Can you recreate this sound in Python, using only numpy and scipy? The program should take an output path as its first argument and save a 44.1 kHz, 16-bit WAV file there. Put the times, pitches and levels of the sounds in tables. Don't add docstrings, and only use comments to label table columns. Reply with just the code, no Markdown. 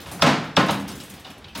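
import sys
import numpy as np
from scipy import signal
from scipy.fft import rfft, irfft, next_fast_len
from scipy.io import wavfile
from scipy.ndimage import uniform_filter1d

SR = 44100
rng = np.random.default_rng(int(sys.argv[2]) if len(sys.argv) > 2 else 0)


def boost(x):
    u = np.asarray(x, float) / 20
    return 10 ** u


def waveform_to_disk(signal):
    frames = np.transpose(np.atleast_2d(signal))
    scaled = np.clip(frames, -1, 1) * 32767
    samples = np.round(scaled).astype(np.int16)
    wavfile.write(sys.argv[1], SR, samples)


N = 70560
LEAD = 441


# t/s, level/dB, tilt/(dB per octave), frame level/dB, deck level/dB
SLAMS = [(0.059, -40.5, 1.5, 0.5, -16), (0.111, -39.5, -5.5, -14, -12.5), (0.191, -36.5, -1.5, -5, -13),
         (0.2202, -15, 0, 0.5, -23), (.263, -16.5, 0, -0.5, -6.5), (0.5677, -16, -1, -3, -9),
         (0.594, -28, -0.5, 9.5, -10), (.688, -25, -2, 2.5, -10), (1.25, -42.5, 1, -3, -3.5),
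         (1.55, -34.5, 2.5, -14, 2.5), (1.576, -45, -8.5, -4, -2)]
# f/Hz, density/(dB per Hz)
SLAM_COLOUR = [(30, -51), (70, -22), (170, -9), (400, -13), (800, -8), (1850, -14), (5050, -23),
               (16000, -50)]
# f/Hz, level/dB, t60/s
FRAME = [(142.8, -1, 0.96), (161, -0.5, 1), (189, -10, 0.48), (257.7, -2, 0.97), (312.1, -2, 0.86),
         (466.5, -1.5, 0.2), (569.4, 5, 0.19), (658.4, 5, 0.17), (732, -17, 0.13), (819, -22, 0.3),
         (1053, 1.5, 0.35), (1158, -14.5, 0.56), (1288, 2.5, 0.3), (1459, -1.5, 0.31)]
# f/Hz, level/dB, t60/s
DECK = [(200.5, -1, 1.3), (279, -1, 1.94)]


def slams():
    s, db, tilt_db, frame_db, deck_db = np.transpose(SLAMS)
    count = len(s)
    blow = answer(count, burst_t60=0.039, burst_db=2.0, swell_s=0.0029, shorter=1.11)
    blow = coloured(blow, SLAM_COLOUR, tilt_db, pivot_hz=1440)
    frame = ringing(count, FRAME, scatter_db=2.0, detune=0.0189, attack_s=0.0007)
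    deck = ringing(count, DECK, scatter_db=3.8, detune=0.0047, attack_s=0.0017)
    boom = frame * boost(frame_db - 11.0)[:, None] + deck * boost(deck_db - 8.5)[:, None]
    return placed(filtered(blow + lead_in(boom), lag), s, db)


# t/s, level/dB, thump/dB, distance along the rail (0-1.5)
KNOCKS = [
    (0.2208, -20, -4, 0.34),
    (.232, -36, 8, 0.55),
    (0.2664, -21, 2, 0.39),
    (0.5671, -15, -10, 1.0),
    (.596, -28, -24, 0.8),
    (.687, -24.5, -4, 1.4),
    (.701, -31, -11.5, 0.08),
]
# f/Hz, level/dB, t60/s
THUMP = [(161, 5, 0.077), (954, 0, 0.068), (1240, -18, 0.02)]


def knocks():
    s, db, thump_db, distance = np.transpose(KNOCKS)
    t = np.arange(SR) / SR
    blow = boost(3.5 - 60 * t / 0.05) * rng.standard_normal((len(s), SR))
    blow = blow + boost(21) * (t == 0)
    blow = coloured(blow, SLAM_COLOUR, 0 * s - 0.6, pivot_hz=1100)
    blow = filtered(blow, lambda hz: lag(hz, distance[:, None]))
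    thump = ringing(len(s), THUMP, scatter_db=0.0, detune=0.094, attack_s=0.005) * boost(thump_db)[:, None]
    return placed(blow + lead_in(thump), s, db)


# t/s, level/dB, tilt/(dB per octave), snap over its echo/dB
CLACKS = [(.003, -44.5, 15, 1), (.06, -45.5, -12.5, 0), (0.2206, -28.5, 4.5, 17.5), (0.5667, -30, -6.5, 16),
          (0.684, -26, -2.5, -8), (0.881, -39, 9, 4), (.915, -59, 10, 20.5), (1.001, -42, 5, 5),
          (1.139, -48.5, 14, 3), (1.2465, -45.5, 0.5, 9), (1.267, -48, 11.5, -1), (1.303, -51.5, -11, 8.5),
          (1.443, -50, -0.5, 11.5), (1.46, -62, -14, -8), (1.482, -56, -3, 13), (1.51, -62, -15, -5),
          (1.553, -37.5, 11, 5.5)]
# f/Hz, density/(dB per Hz)
CLACK_COLOUR = [(350, -36), (900, -22), (1900, -22), (2500, -7), (3700, -1), (5000, -9), (7000, -22),
                (14000, -33)]
# f/Hz, width/Hz, level/dB
LEVER = [(2490, 410, 5.5), (2890, 205, 8), (3650, 300, 1), (4740, 120, -1.5), (5130, 610, 0.5)]


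def clacks():
    s, db, tilt_db, snap_db = np.transpose(CLACKS)
    noise = answer(len(s), burst_t60=0.049, burst_db=snap_db[:, None], swell_s=0.011, shorter=0.6)
    snap = resonant(noise, LEVER, scatter_db=-3.0, detune=0.028)
    snap = coloured(snap, CLACK_COLOUR, tilt_db, pivot_hz=3870)
    return placed(filtered(snap, lag), s, db - 6)


# t/s, level/dB, rattle t60/s
TICKS = [(0.015, -48.5, 0.26), (0.067, -50, 0.75), (0.114, -39.5, 0.33), (0.145, -53, 0.49),
         (0.218, -54, .1), (0.44, -55, .2), (0.566, -61, 0.079), (0.609, -46, 0.22), (0.661, -43, 0.11),
         (0.707, -32.5, 0.14), (0.739, -43, 0.25), (0.798, -45, 0.18), (0.878, -41, 0.26),
         (0.916, -49, 0.24), (0.954, -45, 0.17), (.978, -47, 0.26), (1, -45.5, 0.47), (1.034, -47.5, 0.29),
         (1.098, -44.5, 0.25), (1.137, -51, 0.28), (1.196, -49, 0.16), (1.301, -47.5, 0.16),
         (1.379, -53.5, 0.08), (1.481, -62, 0.2), (1.573, -39, 0.27)]
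# f/Hz, density/(dB per Hz)
TICK_COLOUR = [(2000, 8), (5000, 4.5), (9000, 3), (13000, -3), (16000, -1)]
# f/Hz, width/Hz, level/dB
BALL = [(6700, 700, -4), (7330, 110, -6), (8300, 430, -1.5), (9800, 760, 2), (11540, 580, 3),
        (12900, 300, -4), (13000, 210, 7), (14100, 260, -11), (15000, 220, -7)]


def ticks():
    s, db, t60 = np.transpose(TICKS)
    grains = rng.standard_normal((len(s), SR // 50))
    grit = boost(0.94 * np.repeat(grains, 50, axis=1))
    noise = answer(len(s), burst_t60=t60[:, None], burst_db=9.5, swell_s=0.017, shorter=1.0) * grit
    tick = resonant(noise, BALL, scatter_db=2.5, detune=0.018)
    return placed(coloured(tick, TICK_COLOUR, 0 * s, pivot_hz=9000), s, db - 9.5)


# t/s, f/Hz, level/dB, t60/s
PINGS = [(.1126, 13000, -41, .05), (.2215, 3470, -14, .06), (0.221, 5500, -28, .05),
         (.574, 262.2, -18, 0.38), (.228, 161, -13, 0.32), (.27, 258, -22, 0.64), (0.575, 168, -13, 0.21),
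         (.571, 990, -19, .06), (.62, 200.5, -24.5, 0.35), (.692, 950, -21, 0.031), (.7, 168, -24.5, 0.18),
         (.7, 199, -25, 0.82), (.78, 279, -32, 1.1), (1.005, 5470, -41, .08), (1.008, 7800, -43, .08),
         (1.574, 11100, -38, .1), (.5625, 6060, -43, .02), (.567, 4630, -34, .04), (.568, 3600, -31, 0.039),
         (.6863, 3700, -32, 0.027), (.7083, 6200, -25, 0.032), (.711, 8050, -52, 0.073),
         (.881, 12900, -37, .025), (.886, 6500, -37, 0.051), (.9, 8200, -40.5, .1),
         (.9512, 15000, -48, .12), (.9515, 9800, -48.5, .04), (1.034, 9800, -40, .035),
         (1.035, 8300, -48, .12), (1.038, 12300, -48, .06), (1.097, 9820, -37, 0.027),
         (1.098, 12900, -44, .1), (1.099, 15140, -48, .06), (1.108, 7300, -44, 0.068),
         (1.247, 3720, -35.5, 0.059), (1.256, 3470, -38, .04), (1.2655, 3650, -38, .05),
         (1.25, 762, -40, 0.18), (1.276, 705, -43, .03), (1.303, 12800, -58, .1), (1.38, 12600, -56, 0.07),
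         (1.4436, 3830, -35, .04), (1.453, 2660, -45, 0.092), (1.4825, 3030, -48, 0.069),
         (1.493, 2580, -43.5, 0.088), (1.508, 3130, -41, 0.031), (1.554, 3640, -30, 0.06),
         (1.55, 932.4, -34, 0.11), (1.574, 13000, -43, 0.088), (1.575, 14800, -39, .1)]


def pings():
    s, hz, db, t60 = np.transpose(PINGS)[:, :, None]
    t = np.arange(SR // 3) / SR
    wander = np.cumsum(rng.standard_normal((len(s), len(t))), axis=1)
    chatter = 1.7 * wander * (hz / 4000) ** 0.77 / 20
    envelope = boost(-60 * t / t60) * (1 - np.exp(-t / 0.0015)) * (1 - (3 * t) ** 2)
    ring = np.sin(2 * np.pi * hz * t + chatter) * envelope
    return placed(lead_in(ring), s[:, 0], db[:, 0])


# t/s, level/dB
ROLL = [(0.0, -40), (0.15, -41.5), (0.458, -38.5), (0.578, -49), (0.762, -58), (0.882, -38.5), (1.078, -42),
        (1.6, -46.5)]
# f/Hz, density/(dB per Hz)
ROLL_COLOUR = [(12, -50), (40, -6.5), (204, -0.5), (434, -7), (1710, -13.5), (3340, -13.5), (9950, -38),
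               (16000, -46)]


def rolling():
    z = signal.stft(rng.standard_normal(N), nperseg=512)[2]
    field = uniform_filter1d(rng.standard_normal(z.shape), 6, axis=0)
    field = uniform_filter1d(field, 8, axis=1)
    noise = signal.istft(z * boost(1.8 * unit(field)), nperseg=512)[1][:N]
    rumble = unit(filtered(noise, lambda hz: boost(along(ROLL_COLOUR, hz))))
    s, db = np.transpose(ROLL)
    return rumble * boost(np.interp(np.arange(N) / SR, s, db) - 1.5)


# f/Hz, density/(dB per Hz)
AIR_COLOUR = [(20, -17), (50, 11), (90, 16), (200, -7), (320, -15), (600, -29)]


def air():
    noise = rng.standard_normal(N)
    return boost(-53) * unit(filtered(noise, lambda hz: boost(along(AIR_COLOUR, hz))))


# f/Hz, t60/s
WALLS = [(150, 0.95), (500, 0.5), (1500, 0.55), (4000, 0.49), (8000, 0.4), (14000, 0.27)]


def answer(count, burst_t60, burst_db, swell_s, shorter):
    hz, t, z = signal.stft(rng.standard_normal((count, SR)), SR, nperseg=256)
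    wall_t60 = shorter * along(WALLS, hz)[:, None]
    tail = signal.istft(z * boost(-60 * t / wall_t60), SR, nperseg=256)[1][:, :SR]
    t = np.arange(SR) / SR
    burst = boost(burst_db - 60 * t / burst_t60) * (1 - np.exp(-t / 0.00052))
    return tail * (1 - np.exp(-t / swell_s)) + burst * rng.standard_normal((count, SR))


def ringing(count, modes, scatter_db, detune, attack_s):
    hz, db, t60 = np.repeat(modes, 2, axis=0).T[:, None, :, None]
    t = np.arange(SR // 2) / SR
    shift, phase, strength = rng.standard_normal((3, count, 2 * len(modes), 1))
    neighbour = (np.arange(2 * len(modes)) % 2)[:, None]
    waves = np.sin(2 * np.pi * (hz * (1 + detune * shift * neighbour) * t + phase))
    decay = boost(db - 5.9 * neighbour + scatter_db * strength - 60 * t / t60)
    ring = (decay * waves).sum(axis=1) * (1 - np.exp(-t / attack_s))
    return np.pad(ring * (1 - 2 * t), ((0, 0), (0, SR - SR // 2)))


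def resonant(x, peaks, scatter_db, detune):
    fc_hz, width, db = np.transpose(peaks)[:, None, :, None]
    shift, strength = rng.standard_normal((2, len(x), len(peaks), 1))
    fc_hz = fc_hz * (1 + detune * shift)
    gain = boost(db + scatter_db * strength)

    def response(hz):
        damping = 1j * hz * width
        return 1 + (gain * damping / (fc_hz ** 2 - hz * hz + damping)).sum(axis=1)
    return filtered(x, response)


def lag(hz, distance=0.7):
    spread_s, spread_hz = 0.45, 398
    bent = np.minimum(hz, 6810)
    cycles = 2 * spread_s * np.sqrt(bent + spread_hz)
    on_time = bent * spread_s / np.sqrt(3500 + spread_hz)
    return np.exp(-2j * np.pi * distance * (cycles - on_time))


def coloured(x, colour, tilt_db, pivot_hz):
    def response(hz):
        gain = boost(along(colour, hz))
        tilt = boost(np.outer(tilt_db, np.log2((hz + 110) / pivot_hz)))
        return gain / np.sqrt(np.mean(gain ** 2)) * tilt
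    return filtered(lead_in(x), response)


def lead_in(x):
    return np.pad(x, ((0, 0), (LEAD, 0)))


def placed(sounds, times, dbs):
    out = np.zeros(N + 2 * SR)
    for sound, s, db in zip(sounds, times, dbs):
        out[round(s * SR) + LEAD:][:len(sound)] += boost(db) * sound
    return out[2 * LEAD:][:N]


def unit(x):
    return x / np.sqrt(np.mean(x ** 2) + 1e-20)


def along(points, hz):
    f, v = np.transpose(points)
    return np.interp(np.log(hz + 1), np.log(f + 1), v)


def filtered(x, response):
    m = next_fast_len(x.shape[-1] + 4096)
    return irfft(rfft(x, m) * response(np.fft.rfftfreq(m, 1 / SR)), m)[..., :x.shape[-1]]


def scene():
    machine = slams() + clacks() + ticks() + rolling() + air() + knocks() + pings()
    return np.tile(machine, (2, 1))


# f/Hz, share (0-1)
UNRELATED = [(3800, 0), (4500, .08), (9000, 0.22), (11500, 0.2), (14000, 0.41), (16000, 0.23)]


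def loose_treble(mid):
    hz, t, z = signal.stft(mid, SR, nperseg=1024)
    band = (hz * 40 / (hz[-1] + 1)).astype(int)
    patch = rng.random((40, len(t) // 4 + 1))[band][:, np.arange(len(t)) // 4]
    level = np.linalg.norm(z, axis=0)
    weight = (hz[:, None] > 10500) | (level < boost(-35))
    weight = np.where(level > 3.5 * np.roll(level, 1), 4, weight)
    chosen = patch < along(UNRELATED, hz)[:, None] * weight
    loose = boost(-1) * np.abs(z) * np.exp(2j * np.pi * rng.random(z.shape)) * chosen
    return signal.istft(loose, SR, nperseg=1024)[1][:N]


def band_limit(x):
    return signal.sosfilt(signal.butter(12, 16480, fs=SR, output="sos"), x)


def record(dry):
    ceiling = 0.59
    soft = dry[0] / (1 + np.abs(dry[0] / ceiling) ** 4) ** (1 / 4)
    mid = filtered(soft, lambda hz: (hz < 15900) / np.sqrt(1 + (55 / (hz + 1)) ** 6))
    side = loose_treble(mid)
    return band_limit(np.array([mid + side, mid - side]))


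dry = scene()
out = record(dry)
waveform_to_disk(out)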